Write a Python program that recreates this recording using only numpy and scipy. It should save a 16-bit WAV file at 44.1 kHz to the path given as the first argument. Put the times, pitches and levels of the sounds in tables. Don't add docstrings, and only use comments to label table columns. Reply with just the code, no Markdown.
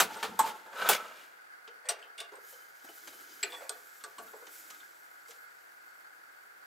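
import sys
import numpy as np
from scipy import signal
from scipy.fft import rfft, irfft, next_fast_len
from scipy.io import wavfile
from scipy.ndimage import map_coordinates

SR = 44100
rng = np.random.default_rng(int(sys.argv[2]) if len(sys.argv) > 2 else 0)


def voltage_ratio(decibels):
    exponent = np.asarray(decibels, float) / 20
    return 10 ** exponent


def file_out(sig):
    cols = np.atleast_2d(sig).T
    lim = np.clip(cols, -1, 1)
    pcm = np.round(lim * 32767).astype(np.int16)
    wavfile.write(sys.argv[1], SR, pcm)


N = 293688


def unit(x):
    return x / np.sqrt(np.mean(x ** 2) + 1e-20)


def peaked(x):
    return x / np.abs(x).max()


def along(points, hz):
    f, v = np.transpose(points)
    return np.interp(np.log(hz + 1), np.log(f + 1), v)


def wobble(rate):
    knots = rng.standard_normal(int(N * rate / SR) + 4)
    return map_coordinates(knots, [np.arange(N) * rate / SR])


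def filtered(x, response):
    n = x.shape[-1]
    m = next_fast_len(n + 8192)
    return irfft(rfft(x, m) * response(np.fft.rfftfreq(m, 1 / SR)), m)[..., :n]


def toned(points):
    return lambda hz: voltage_ratio(along(points, hz))


def resonant(peaks):
    def response(f):
        total = 0
        for k, (centre, width, db) in enumerate(peaks):
            mode = 1j * f * width / (centre * centre - f * f + 1j * f * width)
            total = total + (-1) ** k * voltage_ratio(db) * mode
        return total
    return response


def paired(two, alike):
    def mid_side(hz):
        turn = np.arccos(np.clip(along(alike, hz), -1, 1)) / 2
        return np.array([np.cos(turn), np.sin(turn)])
    mid, side = filtered(two, mid_side)
    return np.array([mid + side, mid - side])


def rush(response, alike, grain_db, grain_hz=120):
    rough = voltage_ratio(grain_db * wobble(grain_hz)) * rng.standard_normal((2, N))
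    return unit(paired(filtered(rough, response), alike))


def strokes(rows, lift_db=0, per_db=0):
    swell_from_db = 11
    t = np.arange(N) / SR
    gains = []
    for row in rows:
        s, swell, top_db, t60 = row[:4]
        after = t - s - swell
        shape = np.where(after < 0, swell_from_db * after / swell, -60 * after / t60) + top_db
        gains.append(voltage_ratio(np.maximum(shape, -200) + lift_db + per_db * row[-1]))
    return np.max(gains, axis=0)


# f/Hz, t60/s
SHOP_DECAY = [(200, 0.64), (1000, 0.43), (4000, 0.22), (12000, 0.031)]
# f/Hz, likeness/1
ROOM_ALIKE = [(200, 0.62), (2000, 0.6), (12000, 0.78)]


def echo(x):
    hz, t, z = signal.stft(rng.standard_normal((2, len(x))), SR, nperseg=256)
    decay = voltage_ratio(-60 * t / along(SHOP_DECAY, hz)[:, None])
    tail = signal.istft(z * decay, SR, nperseg=256)[1]
    walls = tail / np.linalg.norm(tail[0])
    both = signal.fftconvolve(x[None], walls, axes=1)[:, :len(x)]
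    return paired(both, ROOM_ALIKE)


def add(out, s, near, room_db):
    out[:, round(s * SR):][:, :near.shape[1]] += near + voltage_ratio(room_db) * echo(near.mean(0))


# f/Hz, likeness/1
NEAR_ALIKE = [(60, 0.92), (240, 0.9), (950, 0.95), (3800, 0.88), (15000, 0.93)]


def blow(t60, top_db, tone, steel, ring_db, body, knock_db, chatter, knock_t60):
    t = np.arange(SR // 2) / SR
    rise_s, first_share = 0.00099, 0.91
    meeting = 1 - (1 - first_share) * np.exp(-t / rise_s)

    def bright(hz):
        return toned(tone)(hz) * voltage_ratio(top_db / (1 + (6500 / (hz + 1)) ** 6))

    fading = meeting * voltage_ratio(-60 * t ** 2 / (t + 0.21 * t60) / t60)
    clatter = peaked(filtered(rng.standard_normal((2, len(t))), bright) * fading)
    rebounds = rng.standard_normal(len(t)) ** 3 * voltage_ratio(-60 * t / (0.44 * t60)) * meeting
    ring = peaked(filtered(rebounds, resonant(steel)))
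    push = rng.standard_normal((2, len(t))) * t / (chatter + t) * voltage_ratio(-60 * t / knock_t60)
    knock = peaked(filtered(push, resonant(body)))
    return paired(clatter + voltage_ratio(knock_db) * knock, NEAR_ALIKE) + voltage_ratio(ring_db) * ring


def taps(hits, steel, tone, body, grip, chatter, knock_t60, room_db, ring_db):
    out = np.zeros((2, N + SR))
    held = np.multiply(steel, [1, grip, 1])
    for s, db, knock_db, hard_db, t60 in hits:
        woken_db = ring_db + 0.9 * hard_db
        sound = blow(t60, hard_db, tone, held, woken_db, body, knock_db, chatter, knock_t60)
        add(out, s, voltage_ratio(db) * sound, room_db)
    return out[:, :N]


# t/s, peak level/dB, relative knock level/dB, hardness/dB, clatter t60/s
TRAY_HITS = [
    (0.0006, -9.5, -12, -2, 0.11),
]
SHIFT_HITS = [
    (0.2278, -20, -8, -9, 0.13),
]
CLACK_HITS = [
    (0.8888, -10.5, -3.5, 5.7, 0.13),
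]
# f/Hz, width/Hz, level/dB
TRAY_STEEL = [(1260, 50, 2), (1512, 65, 0), (2980, 68, -4), (3780, 60, -6.5), (6170, 70, -4), (7700, 51, 3),
              (8990, 40, -16), (11900, 200, -14), (13080, 140, -18)]
SHIFT_STEEL = [(1770, 46, 2), (2680, 100, -10), (3380, 160, -1), (7000, 80, -6), (8200, 200, -6.5)]
CLACK_STEEL = [(2612, 63, 1), (3420, 100, -2.5), (4730, 80, -13), (5400, 120, -8), (6680, 70, -12),
               (7200, 60, -2), (7600, 120, -5.5), (8520, 90, -10), (9860, 90, -8), (9690, 90, -11),
               (10350, 110, 0.5), (11190, 110, -11), (12270, 100, -8), (15050, 500, -4)]
# f/Hz, level/dB per Hz
TRAY_TONE = [(880, -8), (1500, -5.5), (1610, -11), (2660, -12), (4080, -12.5), (5070, -16), (9100, -16.5),
             (10300, -16), (16000, -20)]
# f/Hz, width/Hz, level/dB
PAN = [(445.6, 15, 6.5), (678, 27, -2), (806, 53, 3), (1176, 44, -6), (1403, 60, -8)]


def tray_blows():
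    tray = taps(TRAY_HITS, TRAY_STEEL, TRAY_TONE, PAN, grip=1.1, chatter=0.0011, knock_t60=0.17,
                room_db=-18.5, ring_db=-0.5)
    shift = taps(SHIFT_HITS, SHIFT_STEEL, TRAY_TONE, PAN, grip=0.5, chatter=0.003, knock_t60=0.12,
                 room_db=-17, ring_db=-2.0)
    clack = taps(CLACK_HITS, CLACK_STEEL, TRAY_TONE, PAN, grip=0.6, chatter=0.0013, knock_t60=0.14,
                 room_db=-23.5, ring_db=-5)
    return tray + shift + clack


# t/s, level/dB
BOOMS = [
    (0, -48.5),
    (.225, -55),
    (0.282, -50.5),
    (.392, -50.5),
    (.888, -57),
    (4.18, -64.5),
]
# f/Hz, width/Hz, level/dB
BENCH_MODES = [(97, 22, -9.5), (193.6, 24, 2.5), (261, 79, -1), (354, 13, 1)]


def bench():
    swell_s, t60 = 0.013, 0.46
    booms = strokes([(s, swell_s, db, t60) for s, db in BOOMS])
    hum = strokes(DRAG, lift_db=-29.5)
    return (booms + hum) * rush(resonant(BENCH_MODES), NEAR_ALIKE, grain_db=3.0)


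# f/Hz, level/dB per Hz
FAN_TONE = [(12, -73), (20, -26), (76, -41.5), (209, -31), (240, -33.5), (317, -21), (386, -20), (482, -17),
            (637, -16.5), (754, -13), (1110, -17), (1470, -8.5), (2880, -27), (4500, -33), (15800, -35.5)]
# f/Hz, width/Hz, level/dB
FAN_DUCT = [(1300, 190, -6), (1480, 78, 2), (1651, 51, 0), (2100, 62, -8), (4530, 400, -22)]
# f/Hz, likeness/1
FAN_ALIKE = [(60, 0.85), (180, 0.072), (550, -0.63), (1650, -0.41), (4970, 0.073), (15000, 0.79)]


def fan():
    hiss = rush(toned(FAN_TONE), FAN_ALIKE, grain_db=-0.7)
    waver = voltage_ratio(1.2 * wobble(12))
    duct = voltage_ratio(0.5) * waver * rush(resonant(FAN_DUCT), FAN_ALIKE, grain_db=-2.0)
    return voltage_ratio(-57) * (hiss + duct)


# t/s, swell/s, top level/dB, fade t60/s, pressure/dB
DRAG = [(.05, 0.074, -42, 1.43, 0), (.235, .015, -43.5, 0.43, -2), (.425, 0.054, -39, 0.2, 7.5),
        (.44, 0.057, -33.5, 0.29, -20), (.5, 0.056, -49.5, 0.53, 2.5), (.63, 0.032, -48.5, 0.33, -4),
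        (.722, 0.012, -41.5, 0.68, -17), (.74, 0.061, -38, 0.5, -1.5), (.78, 0.048, -33.5, 1, -3),
        (.81, 0.069, -31, 0.054, -3), (.895, 0.037, -29.5, 0.15, 7), (.94, .027, -38.5, .06, 8.5),
        (.98, 0.0084, -54.5, 1.1, 11), (1, 0.19, -69.5, 0.66, 21.5)]
# f/Hz, width/Hz, level/dB
DRAG_BODY = [(328, 43, -6), (467, 59, -2.5), (623, 140, -6), (885, 40, 5), (1190, 83, -10.5),
             (1348, 67, -1), (1770, 91, -13)]
SLIDE_BODY = [(480, 116, -4.5), (644, 107, -4), (950, 170, -6), (1324, 38, 2), (1515, 20, 2),
              (1760, 400, -13)]
# f/Hz, width/Hz, level/dB
RUNNER = [(2340, 90, 7), (2856, 90, 6), (3360, 120, -1.5), (3890, 210, -10), (4700, 120, -11.5),
          (5150, 92, -6), (6770, 195, -10), (8800, 140, -23)]
# f/Hz, level/dB per Hz
DRAG_RASP = [(1180, -40), (2000, 1.5), (2500, -5), (2780, -5.5), (3820, -7), (5440, -7), (6500, -7),
             (8450, -33), (14300, -120)]
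DRAG_HISS = [(3530, 0), (6000, -10), (7090, -4), (8510, -8), (10700, -10), (13100, -7), (16200, -17)]


def dragging():
    body = strokes(DRAG)
    rasp = strokes(DRAG, lift_db=-13, per_db=0.91)
    hiss = strokes(DRAG, lift_db=-7, per_db=0.9)
    late = np.arange(N) / SR > .722
    high = rush(resonant(SLIDE_BODY), NEAR_ALIKE, grain_db=3.0, grain_hz=89.9)
    deep = rush(resonant(DRAG_BODY), NEAR_ALIKE, grain_db=3.5, grain_hz=44.96)
    drone = body * np.where(late, high, deep)
    grit = rush(toned(DRAG_RASP), NEAR_ALIKE, grain_db=4, grain_hz=200)
    singing = late * voltage_ratio(2.5) * rush(resonant(RUNNER), NEAR_ALIKE, grain_db=2.0)
    fine = rush(toned(DRAG_HISS), NEAR_ALIKE, grain_db=-1.0)
    return drone + rasp * (grit + singing) + hiss * fine


# t/s, peak level/dB, relative knock level/dB, t60/s, mode f/Hz
PINGS = [(0.1667, -45, 13.5, 0.1, 8250), (2.355, -48.5, -5, 0.055, 8380), (2.8885, -48.5, 12, 0.046, 2970),
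         (3.127, -52, 7, 0.043, 4030), (3.13, -55, -2, .12, 3050), (3.2, -56, -20, .05, 11900),
         (3.5014, -49, -8, 0.044, 3460), (3.522, -37.5, -10, 0.056, 3480), (3.524, -52, -15, .05, 4520),
         (3.539, -39.5, -12, 0.08, 3420), (3.549, -52, -15, 0.036, 7750), (3.552, -46.5, -5, 0.076, 1900),
         (3.594, -51, 13, 0.05, 7750)]
# t/s, peak level/dB, relative knock level/dB, knock f/Hz, hardness/dB
TICKS = [(0.2836, -48, 7, 475, -19), (0.73, -56, 3, 1400, -23), (.7597, -47, 6, 1470, -21),
         (0.784, -45, 6, 1500, -21), (0.8139, -41.5, 13, 1510, -24), (0.859, -41, 10, 1404, -23),
         (0.8672, -41.5, 10, 1300, -21), (.877, -47, 10, 1336, -23), (.404, -38, 10.5, 885, -15),
         (0.9197, -31, -5, 1140, -9), (0.9477, -25.5, -10.5, 1310, -18), (.978, -51, 12, 1310, -19),
         (1.6761, -41.5, -6.5, 475, -28), (1.8543, -50.5, 1, 600, -22), (1.9908, -53, -9, 686, -9),
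         (2.3193, -53, 11, 425, -4), (2.334, -53, 14.5, 434, -13), (2.369, -56, 10.5, 480, -15),
         (2.525, -52, 0, 506, -7), (2.8445, -55, 6.5, 706, -7), (3.074, -37, -13, 1300, -7.5),
         (3.6064, -53.5, 13, 670, -13), (3.6171, -49, 9.5, 534, -12), (4.0064, -54.5, 5, 1317, -16),
         (4.181, -50, 11.5, 1150, -5), (4.275, -54, 4, 1380, -19), (4.334, -55, 18.5, 418, -11),
         (4.421, -57.5, 18.5, 471, -15), (4.4679, -41.5, -8.5, 323, -18), (4.702, -37, -10.5, 1250, -3),
         (4.745, -62.5, 12, 1490, -15), (4.8, -61.5, 13, 1415, -11), (5.283, -48, -0.5, 470, 1),
         (5.3072, -41.5, -20, 716, -5.5)]
# f/Hz, level/dB per Hz
TICK_TONE = [(1060, -11.5), (1800, -11.5), (2840, -11), (5250, -13.5), (6360, -7.5), (9080, -13.5),
             (16000, -16.5)]
# f/Hz, width/Hz, level/dB
SHANK = [(3390, 83, 0), (4600, 290, -0.5), (6700, 220, -8), (7720, 120, 0.5), (8700, 200, -1)]
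# f/Hz, width/Hz, level/dB
CHUCK = [(432, 33, 4), (689, 64, 1), (871, 53, -3.5), (1150, 36, 0), (1479, 48, -1.5)]


def ticks():
    out = np.zeros((2, N + SR))
    for s, db, knock_db, t60, mode_hz in PINGS:
        steel = [(mode_hz, 1.7 / t60, 0)]
        ping = blow(t60, -25, TICK_TONE, steel, 4, CHUCK, knock_db, chatter=.004, knock_t60=.04)
        add(out, s, voltage_ratio(db - 4) * ping, room_db=-15)
    for s, db, knock_db, knock_hz, top_db in TICKS:
        body = [(knock_hz, 45, 0), (2.57 * knock_hz, 500, -20)]
        tick = blow(0.052, top_db, TICK_TONE, SHANK, -11.0, body, knock_db, chatter=0.0023, knock_t60=0.081)
        add(out, s, voltage_ratio(db + 1.5) * tick, room_db=-10)
    return out[:, :N]


# t/s, peak level/dB, relative knock level/dB, hardness/dB, clatter t60/s
LIFT_HITS = [
    (0.3908, -18.5, 9.3, 1.5, 0.1),
]
# f/Hz, width/Hz, level/dB
LIFT_STEEL = [(2993, 40, -2.5), (3370, 70, 2), (5453, 50, -10), (6910, 150, -5.5), (7725, 40, 4),
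              (8200, 90, 9), (8985, 50, -8), (11830, 110, 0), (12650, 110, 3.5), (13180, 110, -1)]
# f/Hz, level/dB per Hz
LIFT_TONE = [(880, -11), (1500, 2.5), (2160, -12), (2340, -39), (3280, -2), (3660, -12), (5770, -16),
             (7920, -2.5), (10700, -20), (13100, -14), (16000, -23)]
# f/Hz, width/Hz, level/dB
BOX = [(460, 30, -13), (885, 52, 3), (1094, 74, -7), (1270, 51, -14), (1700, 130, -26)]


def lift_off():
    return taps(LIFT_HITS, LIFT_STEEL, LIFT_TONE, BOX, grip=0.95, chatter=0.0019, knock_t60=0.044,
                room_db=-13.5, ring_db=-2)


# t/s, swell/s, top level/dB, fade t60/s, fineness/dB
RUB = [(2.41, 0.088, -60.5, 0.91, 6), (2.66, 0.32, -61, 13, 2), (3.2, 0.11, -60, 2.2, 0.5),
       (3.75, 0.1, -78, 2.5, 8), (4.17, 0.063, -64.5, 1.3, 5), (4.44, 0.12, -56.5, 1.3, 3.5),
       (4.66, 0.048, -61.5, 1.9, -1), (5.25, 0.054, -61.5, 0.54, -3)]
# t/s, swell/s, top level/dB, fade t60/s
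PALM = [(1.21, 0.032, -62, 0.36), (2.842, 0.007, -54, 0.12), (2.886, 0.0077, -56, 0.24),
        (3.03, 0.067, -58, 2.6), (3.43, 0.018, -59, 1.7), (4.18, 0.0071, -63.5, 1.2),
        (4.44, 0.069, -74, 0.46), (4.55, 0.13, -64.5, 1.34)]
# f/Hz, level/dB per Hz
SWISH = [(1290, -20), (2200, 3.5), (2800, -5), (3020, -1.5), (5580, -0.5), (6320, -1), (7070, -0.5),
         (9000, -13), (11700, -42), (19800, -120)]
FIZZ = [(4120, -29), (7000, -11), (9470, -12), (11700, -8), (12700, -9.5), (14700, -6.5), (16200, -23)]
BRUSH = [(120, -24), (200, -17), (300, 3), (450, -4.5), (800, -16.5)]
# f/Hz, width/Hz, level/dB
BAR = [(3053, 40, 8.5), (4080, 50, 3), (4880, 60, 6.5), (5860, 1100, -4.5), (6600, 220, 2.5)]
HANDLE = [(5650, 90, 0), (6870, 160, 1), (7750, 300, 3), (12050, 2300, -4)]


def rustle():
    swish = strokes(RUB, per_db=-0.23)
    fizz = strokes(RUB, per_db=0.81)
    turning = np.arange(N) / SR > 3.45
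    handle = rush(resonant(HANDLE), NEAR_ALIKE, grain_db=2.5)
    sliding = rush(resonant(BAR), NEAR_ALIKE, grain_db=-4.5)
    bar = np.where(turning, handle, sliding)
    waver = voltage_ratio(-2.5 + 2.5 * wobble(8))
    cloth = swish * (rush(toned(SWISH), NEAR_ALIKE, grain_db=0.0) + waver * bar)
    cloth += fizz * rush(toned(FIZZ), NEAR_ALIKE, grain_db=2, grain_hz=40)
    return cloth + strokes(PALM) * rush(toned(BRUSH), NEAR_ALIKE, grain_db=-1.0)


# t/s, swell/s, top level/dB, fade t60/s, depth/dB
JIGGLE = [
    (1.85, 0.027, -51, 0.67, -2.5),
    (3.45, 0.0076, -59, .3, 7),
    (3.5, 0.039, -45, 0.35, -7),
    (3.59, 0.04, -53, 0.59, -2),
]
# f/Hz, width/Hz, level/dB
SOCKET = [(506, 14, 2.5), (790, 180, -6.5), (1140, 18, -2.5)]
SCREW = [(1780, 190, 7), (2430, 310, 2.5)]


def jiggling():
    chuck = strokes(JIGGLE)
    screw = strokes(JIGGLE, lift_db=2, per_db=0.95)
    key = strokes(JIGGLE, lift_db=-9.5)
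    low = chuck * rush(resonant(SOCKET), NEAR_ALIKE, grain_db=-3.5, grain_hz=69.2)
    low += screw * rush(resonant(SCREW), NEAR_ALIKE, grain_db=2.0, grain_hz=68.4)
    return low + key * rush(resonant(SHANK), NEAR_ALIKE, grain_db=7, grain_hz=50)


# t/s, peak level/dB, relative knock level/dB, hardness/dB, clatter t60/s
FRONT_HITS = [
    (1.8874, -22, -7, 9.5, 0.094),
]
GRAZE_HITS = [
    (2.0255, -52.5, -3.5, -2, 0.11),
]
TURN_HITS = [
    (2.179, -39.5, -9, 7, 0.2),
    (2.2018, -30, -9, 4.8, 0.046),
]
# f/Hz, width/Hz, level/dB
FRONT_STEEL = [(1450, 49, 8), (2780, 18, 11), (3530, 45, -0.5), (4750, 120, 4), (5590, 60, 13),
               (5750, 91, 15), (6140, 130, 2), (7820, 80, 1), (8400, 110, 18.5), (9442, 65, 2),
               (10220, 80, 2), (11140, 80, -1)]
GRAZE_STEEL = [(2780, 250, -2), (3180, 250, -3), (8200, 300, -17)]
TURN_STEEL = [(2200, 140, -10), (2807, 30, 5), (3480, 43, 1), (3520, 30, 2.5), (3736, 95, 0),
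              (4580, 60, -16), (8300, 110, -5), (9800, 160, -16.5)]
# f/Hz, level/dB per Hz
FRONT_TONE = [(880, -25), (1500, -4.5), (2410, -5), (2830, -4), (5020, -9.5), (5770, -13), (7170, -16.5),
              (8320, -14.5), (16000, -32.5)]


def front_screw():
    front = taps(FRONT_HITS, FRONT_STEEL, FRONT_TONE, CHUCK, grip=0.72, chatter=0.016, knock_t60=0.13,
                 room_db=-11.5, ring_db=-5.5)
    graze = taps(GRAZE_HITS, GRAZE_STEEL, FRONT_TONE, CHUCK, grip=0.92, chatter=0.008, knock_t60=0.12,
                 room_db=-4, ring_db=10.5)
    turn = taps(TURN_HITS, TURN_STEEL, FRONT_TONE, CHUCK, grip=1.14, chatter=0.013, knock_t60=0.14,
                room_db=-10.0, ring_db=-5.0)
    return front + graze + turn


# t/s, peak level/dB, relative knock level/dB, hardness/dB, clatter t60/s
REAR_HITS = [
    (3.4288, -22.5, -9, -1.2, 0.067),
]
# f/Hz, width/Hz, level/dB
REAR_STEEL = [(1900, 50, -7), (1967, 27, -5), (2364, 64, -1), (2555, 40, -24), (2763, 39, 6.5),
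              (3570, 50, -11), (4110, 50, -2), (4690, 89, -8), (5040, 200, -17), (7700, 61, 6),
              (8380, 140, -7), (9800, 100, -17), (11550, 200, -19)]
# f/Hz, level/dB per Hz
REAR_TONE = [(880, -23), (1500, -11), (2340, -2.5), (2970, -9), (4730, -9), (6560, -25), (7920, -12),
             (9010, -22), (16000, -41)]
# f/Hz, width/Hz, level/dB
JAW = [(410, 38, 3.5), (683, 50, -3), (870, 44, -2), (1250, 50, -5), (1510, 47, -1)]


def rear_screw():
    return taps(REAR_HITS, REAR_STEEL, REAR_TONE, JAW, grip=0.91, chatter=0.0073, knock_t60=0.17,
                room_db=-12.5, ring_db=5.0)


# t/s, peak level/dB, relative knock level/dB, hardness/dB, clatter t60/s
SEAT_HITS = [
    (3.6938, -28, -6.5, 6.8, 0.028),
]
NUDGE_HITS = [
    (4.0385, -32, -9, -8, 0.058),
    (4.1835, -47, 10.5, 3, 0.11),
]
# f/Hz, width/Hz, level/dB
SEAT_STEEL = [(2530, 55, -20), (3400, 160, -18), (4080, 170, -15), (5060, 110, -10), (6730, 120, -14),
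              (8310, 67, 2), (8640, 40, -0.5), (9300, 110, -13), (10750, 70, -20)]
NUDGE_STEEL = [(1500, 80, 2), (2900, 150, -12), (4260, 200, -10), (7440, 300, -13), (8330, 150, 0),
               (9900, 200, -16)]
# f/Hz, level/dB per Hz
SEAT_TONE = [(880, -5), (1500, 9), (2910, -23), (3520, -3.5), (7320, -3), (8570, -2), (10000, -36),
             (13100, -7), (16000, -69)]


def seating():
    seat = taps(SEAT_HITS, SEAT_STEEL, SEAT_TONE, CHUCK, grip=1.15, chatter=0.0083, knock_t60=0.072,
                room_db=-9, ring_db=1.0)
    nudge = taps(NUDGE_HITS, NUDGE_STEEL, SEAT_TONE, CHUCK, grip=0.75, chatter=0.011, knock_t60=0.15,
                 room_db=-11.5, ring_db=6)
    return seat + nudge


def scene():
    steel = tray_blows() + dragging() + ticks() + lift_off()
    steel += jiggling() + front_screw() + rear_screw() + seating()
    steel = filtered(steel, lambda hz: (1j * hz / (260 + 1j * hz)) ** 3)
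    return steel + bench() + fan() + rustle()


def roll_off(x):
    return signal.sosfilt(signal.butter(12, 16800, fs=SR, output="sos"), x)


def record(dry):
    def microphone(hz):
        bass = 1j * hz / (55 + 1j * hz)
        top = voltage_ratio(-26 / (1 + (15900 / (hz + 1)) ** 200)) * (hz < 16800)
        return bass * top
    mix = filtered(dry, microphone)
    return roll_off(mix)


dry = scene()
out = record(dry)
file_out(out)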